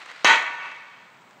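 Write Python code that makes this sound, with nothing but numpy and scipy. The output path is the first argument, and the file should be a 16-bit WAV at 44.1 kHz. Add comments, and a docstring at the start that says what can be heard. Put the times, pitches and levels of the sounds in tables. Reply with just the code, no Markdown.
"""A hockey puck cracks against the steel post of a goal on an outdoor rink, and the tubular frame clangs.
The nearby boards throw the clang back at once; fences and far walls return it as a dull, long echo.
The shooter's inline skates roll and tick on the hard floor, fading over a faint outdoor rumble.
One small microphone picks it all up, and the recorder's compressor holds down the clang."""
import sys
import numpy as np
from scipy import signal
from scipy.fft import rfft, irfft
from scipy.io import wavfile
from scipy.ndimage import uniform_filter1d, minimum_filter1d

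SR = 44100
rng = np.random.default_rng(int(sys.argv[2]) if len(sys.argv) > 2 else 0)


def transcribe(signal):
    """Save signal, clipped to [-1, 1], as a 16-bit WAV file at the path in sys.argv[1]."""
    frames = np.atleast_2d(signal).T
    limited = np.clip(frames, -1, 1)
    pcm = np.round(limited * 32767).astype(np.int16)
    wavfile.write(sys.argv[1], SR, pcm)


N = 61739
TIME = np.arange(N) / SR
HIT_S = 0.2463   # the puck meets the post

# modes of the steel frame: pitch_hz
FRAME_PITCHES = [902.5, 949, 1121, 1147, 1250, 1486, 1594, 1805.5, 1922, 2003.3, 2188, 2259, 2310, 2552,
                 2633, 2773, 3102, 3145, 3306, 3878, 5846, 6433, 7257]
# the same modes, row for row: direct_db, direct_t60_s, off_boards_db, far_echo_db
FRAME_MODES = [(-37, 1, -20.5, -48.5), (-23.5, 0.47, -24, -41), (-28.5, 0.73, -33.5, -50),
               (-28, 0.65, -40.5, -41.5), (-35, 0.59, -30.5, -44.5), (-23.5, 0.78, -20, -39.5),
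               (-35, .4, -33, -54.5), (-16.5, 0.67, -38, -38), (-19, 0.55, -19.5, -45),
               (-29.5, 0.36, -22, -42.5), (-36.5, 0.39, -27.5, -43.5), (-27, 1.0, -34, -40.5),
               (-37, 0.95, -31.5, -46.5), (-29.5, 0.35, -26.5, -45), (-20, 0.35, -26.5, -43),
               (-33.5, 0.29, -36, -52.5), (-22.5, .4, -47, -53), (-25.5, 0.34, -28, -52.5),
               (-27, 0.38, -32.5, -53.5), (-29.5, 0.53, -39, -58.5), (-31, 0.28, -41.5, -72),
               (-29.5, .3, -43.5, -68), (-47, .25, -51, -77)]


def from_db(db):
    """Decibels to gain."""
    return 10 ** (np.asarray(db) / 20)


def rms_one(x):
    """Scale to rms 1."""
    return x / np.sqrt(np.mean(np.abs(x) ** 2) + 1e-20)


def drift(rate_hz):
    """A smooth random wander with a spread of about 1."""
    step, settle = 40, 2000   # samples per point, points dropped while the filter settles
    pole = np.exp(-2 * np.pi * rate_hz * step / SR)
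    white = rng.standard_normal(N // step + settle + 2)
    slow = signal.lfilter([1], [1, -2 * pole, pole * pole], white)[settle:]
    return np.interp(np.arange(N) / step, np.arange(len(slow)), rms_one(slow))


def coloured(x, colour):
    """Causal (minimum-phase) filter with the given colour; white noise keeps its level."""
    hz, db = np.transpose(colour)
    size = 4096
    bins_hz = np.maximum(np.arange(size // 2 + 1) * SR / size, 1)
    gain = rms_one(from_db(np.interp(np.log(bins_hz), np.log(hz), db)))
    cepstrum = irfft(np.log(gain))
    cepstrum[1:size // 2] *= 2
    cepstrum[size // 2 + 1:] = 0
    impulse = irfft(np.exp(rfft(cepstrum)))
    return signal.fftconvolve(x, impulse)[:len(x)]


def noise(colour, flicker_db=0):
    """Coloured noise at rms 1, with an optional fast flicker of level."""
    flicker = np.pad(from_db(flicker_db * drift(rate_hz=130)), (SR // 10, 0), mode="edge")
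    return rms_one(coloured(rng.standard_normal(len(flicker)) * flicker, colour)[-N:])


def swell(start_s, level_db, rise_s, t60_s):
    """A straight rise, then an exponential decay."""
    age = TIME - start_s
    return from_db(level_db - 60 * np.maximum(age - rise_s, 0) / t60_s) * np.clip(age / rise_s, 0, 1)


def arrivals(rows):
    """Envelope of several swells whose powers add."""
    return np.sqrt(sum(swell(*row) ** 2 for row in rows))


def bursts(rows, colour, t60_s, rise_s=0.0004):
    """Short noisy contacts that share one colour and decay."""
    envelope = arrivals([(start_s, db, rise_s, t60_s) for start_s, db in rows])
    return coloured(rng.standard_normal(N) * envelope, colour)


def struck(pitch_hz, level_db, t60_s, start_s=HIT_S, rise_s=0.00068):
    """One mode set ringing by a blow."""
    return swell(start_s, level_db, rise_s, t60_s) * np.sin(2 * np.pi * pitch_hz * (TIME - start_s))


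def scattered(pitch_hz, share):
    """A tone that comes by many paths, so that a share of its power wavers in level and phase."""
    waver = (drift(rate_hz=13.9) + 1j * drift(rate_hz=13.9)) / np.sqrt(2)
    amplitude = np.sqrt(1 - share) + np.sqrt(share) * waver
    return np.real(amplitude * np.exp(2j * np.pi * pitch_hz * (TIME - HIT_S)))


def puck():
    """At the post: the hard crack, the bright sizzle of the steel and the puck's own dull knock."""
    # a graze, the blow, its quick return off the floor: start_s, level_db
    contacts = [(.2451, -11), (0.2466, 9), (.2468, 2.5)]
    # colour of the crack: frequency_hz, relative_db
    crack_colour = [(60, -46), (150, -4), (300, -1.5), (700, 6.5), (2200, 0), (3500, -3.5), (6500, -5),
                    (8000, -28), (10000, -26.5), (15500, -40)]
    # colour of the sizzling steel: frequency_hz, relative_db
    sizzle_colour = [(1500, -34), (3200, 0), (4200, 8), (5200, -11.5), (6400, -0.5), (7500, -15),
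                     (8600, -9), (9600, -34), (12200, -25), (15500, -34.5)]
    # modes of the puck: pitch_hz, level_db, t60_s
    knock_modes = [(227.5, -34.5, 0.081), (356, -31.5, 0.027), (537, -22, 0.016), (735, -22, 0.0089)]
    clicks = np.zeros(N)
    for start_s, db in contacts:
        clicks[int(start_s * SR)] += from_db(db)
    sizzle = noise(sizzle_colour, flicker_db=1) * swell(HIT_S, level_db=-26, rise_s=0.00058, t60_s=0.36)
    knock = sum(struck(*mode) for mode in knock_modes)
    return coloured(clicks, crack_colour) + sizzle + knock


def goal():
    """The frame's ring and dense clatter, straight to the microphone and off the nearby boards."""
    # the ring as the boards return it: start_s, gain_db, rise_s, t60_s
    ring_returns = [(.272, 4.5, 0.04, 0.25), (.41, -24, 0.013, 0.94)]
    # clatter of frame, net and boards: frequency_hz, relative_db
    clatter_colour = [(60, -61), (110, -31), (180, -21.5), (350, -13), (600, -6.5), (1000, -0.5),
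                      (1600, -1), (2300, 2), (2950, -5.5), (3250, -3.5), (3600, -11), (4100, -7.5),
                      (5200, -25.5), (6400, -16), (8200, -28.5), (9800, -54.5), (12000, -42.5),
                      (15500, -59.5)]
    # the clatter arriving direct, then off the boards: start_s, gain_db, rise_s, t60_s
    clatter_arrivals = [(.2478, 1, 0.0016, 0.39), (.283, 1.5, 0.016, 0.38)]
    direct, returned = np.zeros((2, N))
    for hz, (direct_db, t60_s, boards_db, _) in zip(FRAME_PITCHES, FRAME_MODES):
        direct += struck(hz, direct_db, t60_s)
        returned += from_db(boards_db) * scattered(hz, share=0.19)
    clatter = from_db(-15) * noise(clatter_colour)
    return direct + returned * arrivals(ring_returns) + clatter * arrivals(clatter_arrivals)


def slaps():
    """Hard slaps off the floor and boards, and rattles of the goal, just after the hit."""
    # slaps and rattles: start_s, level_db
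    hits = [(.2712, -16), (.2752, -15.5), (.2843, -24), (.325, -51), (.356, -21.5), (.4235, -30),
            (.4645, -40)]
    # their colour: frequency_hz, relative_db
    slap_colour = [(80, -48.5), (200, -9), (600, 5), (2000, 10), (4500, -1.5), (7500, -8.5), (10000, -25.5),
                   (15500, -44)]
    return bursts(hits, slap_colour, t60_s=0.029)


def far_echo():
    """From a distance, all around the rink, the clang comes back smeared and dulled."""
    # echoes from fences and far walls: start_s, gain_db, rise_s, t60_s
    wall_returns = [(.38, 3, 0.061, 1.34), (.55, -2.5, 0.1, 0.63), (.89, -15.5, 0.049, 1.14)]
    # colour of their noisy wash: frequency_hz, relative_db
    wash_colour = [(60, -57), (150, -33.5), (350, -16.5), (550, -8), (1000, -1.5), (1500, -4), (2300, 0),
                   (3100, -13), (4100, -17), (5200, -31), (6500, -25.5), (8200, -49), (10000, -54),
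                   (15500, -56)]
    ring = sum(from_db(echo_db) * scattered(hz, share=0.84)
               for hz, (_, _, _, echo_db) in zip(FRAME_PITCHES, FRAME_MODES))
    wash = from_db(-37) * noise(wash_colour)
    return (ring + wash) * arrivals(wall_returns)


def skates():
    """Wheels roll on the hard floor, skates and stick click, and one skate lands with a dull clunk."""
    # loudness of the rolling wheels: time_s, level_db
    roll_levels = [(0, -44), (.03, -42), (.052, -46.5), (.066, -44.5), (.105, -42), (.128, -45),
                   (.18, -44.5), (.23, -45), (.6, -47.5), (1.0, -55.5), (1.25, -59.5), (1.4, -60.5)]
    # wheels on the floor: frequency_hz, relative_db
    wheel_colour = [(80, -50), (300, -13), (700, -4), (1300, 1), (2100, 0.5), (3000, -5.5), (4400, -9.5),
                    (5300, -17), (8200, -23), (9800, -38.5), (15500, -44)]
    # clicks of skates and stick, and one late rattle of the goal at 0.715 s: start_s, level_db
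    ticks = [(.001, -42.5), (.024, -48), (.0585, -37), (.063, -53), (.1145, -36), (.174, -56), (.715, -42),
             (1.1708, -53), (1.2182, -53.5), (1.309, -48), (1.3314, -52)]
    # their colour: frequency_hz, relative_db
    tick_colour = [(80, -34), (300, 0), (700, -3.5), (1700, 3.5), (4000, -6.5), (8000, -15.5), (10000, -27),
                   (15500, -43)]
    roll = from_db(np.interp(TIME, *np.transpose(roll_levels))) * noise(wheel_colour, flicker_db=1.5)
    clunk = struck(pitch_hz=331, level_db=-42.5, t60_s=0.03, start_s=0.5, rise_s=0.0032)
    return roll + bursts(ticks, tick_colour, t60_s=0.022) + clunk


def open_air():
    """Outdoor air and far traffic: a faint rumble that slowly grows."""
    # loudness of the rumble: time_s, level_db
    air_levels = [(0, -62), (.8, -59), (1.3, -54.5)]
    # its colour: frequency_hz, relative_db
    air_colour = [(30, -13), (70, -14), (130, 1.5), (190, 0.5), (300, -4.5), (500, -5), (950, 0.5),
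                  (1500, -5), (2600, -15), (5000, -23.5), (8000, -20.5), (9500, -41), (15000, -29.5)]
    return from_db(np.interp(TIME, *np.transpose(air_levels))) * noise(air_colour)


def scene():
    """Shot, echoes, skater and open air at one microphone."""
    return (puck() + goal() + slaps() + far_echo() + skates() + open_air())[None]


def record(dry):
    """The small microphone loses deep bass; compressor and limiter hold the clang; the top is cut."""
    low_cut_hz, high_cut_hz = 115, 15600
    threshold_db, squeeze, sense_s = -13.5, 0.41, 0.0073   # squeeze: dB lost per dB over the threshold
    ceiling, limiter_samples = 0.85, int(0.0015 * SR)
    thin = signal.sosfilt(signal.butter(3, low_cut_hz, "high", fs=SR, output="sos"), dry)
    pole = np.exp(-1 / (sense_s * SR))
    level_db = 10 * np.log10(signal.lfilter([1 - pole], [1, -pole], thin ** 2) + 1e-12)
    compressed = thin * from_db(-squeeze * np.maximum(level_db - threshold_db, 0))
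    peak_gain = ceiling / np.maximum(np.abs(compressed), ceiling)
    smooth_gain = uniform_filter1d(minimum_filter1d(peak_gain, limiter_samples), limiter_samples)
    high_cut = signal.ellip(10, .1, 80, high_cut_hz, fs=SR, output="sos")
    return signal.sosfilt(high_cut, compressed * smooth_gain)


dry = scene()
out = record(dry)
transcribe(out)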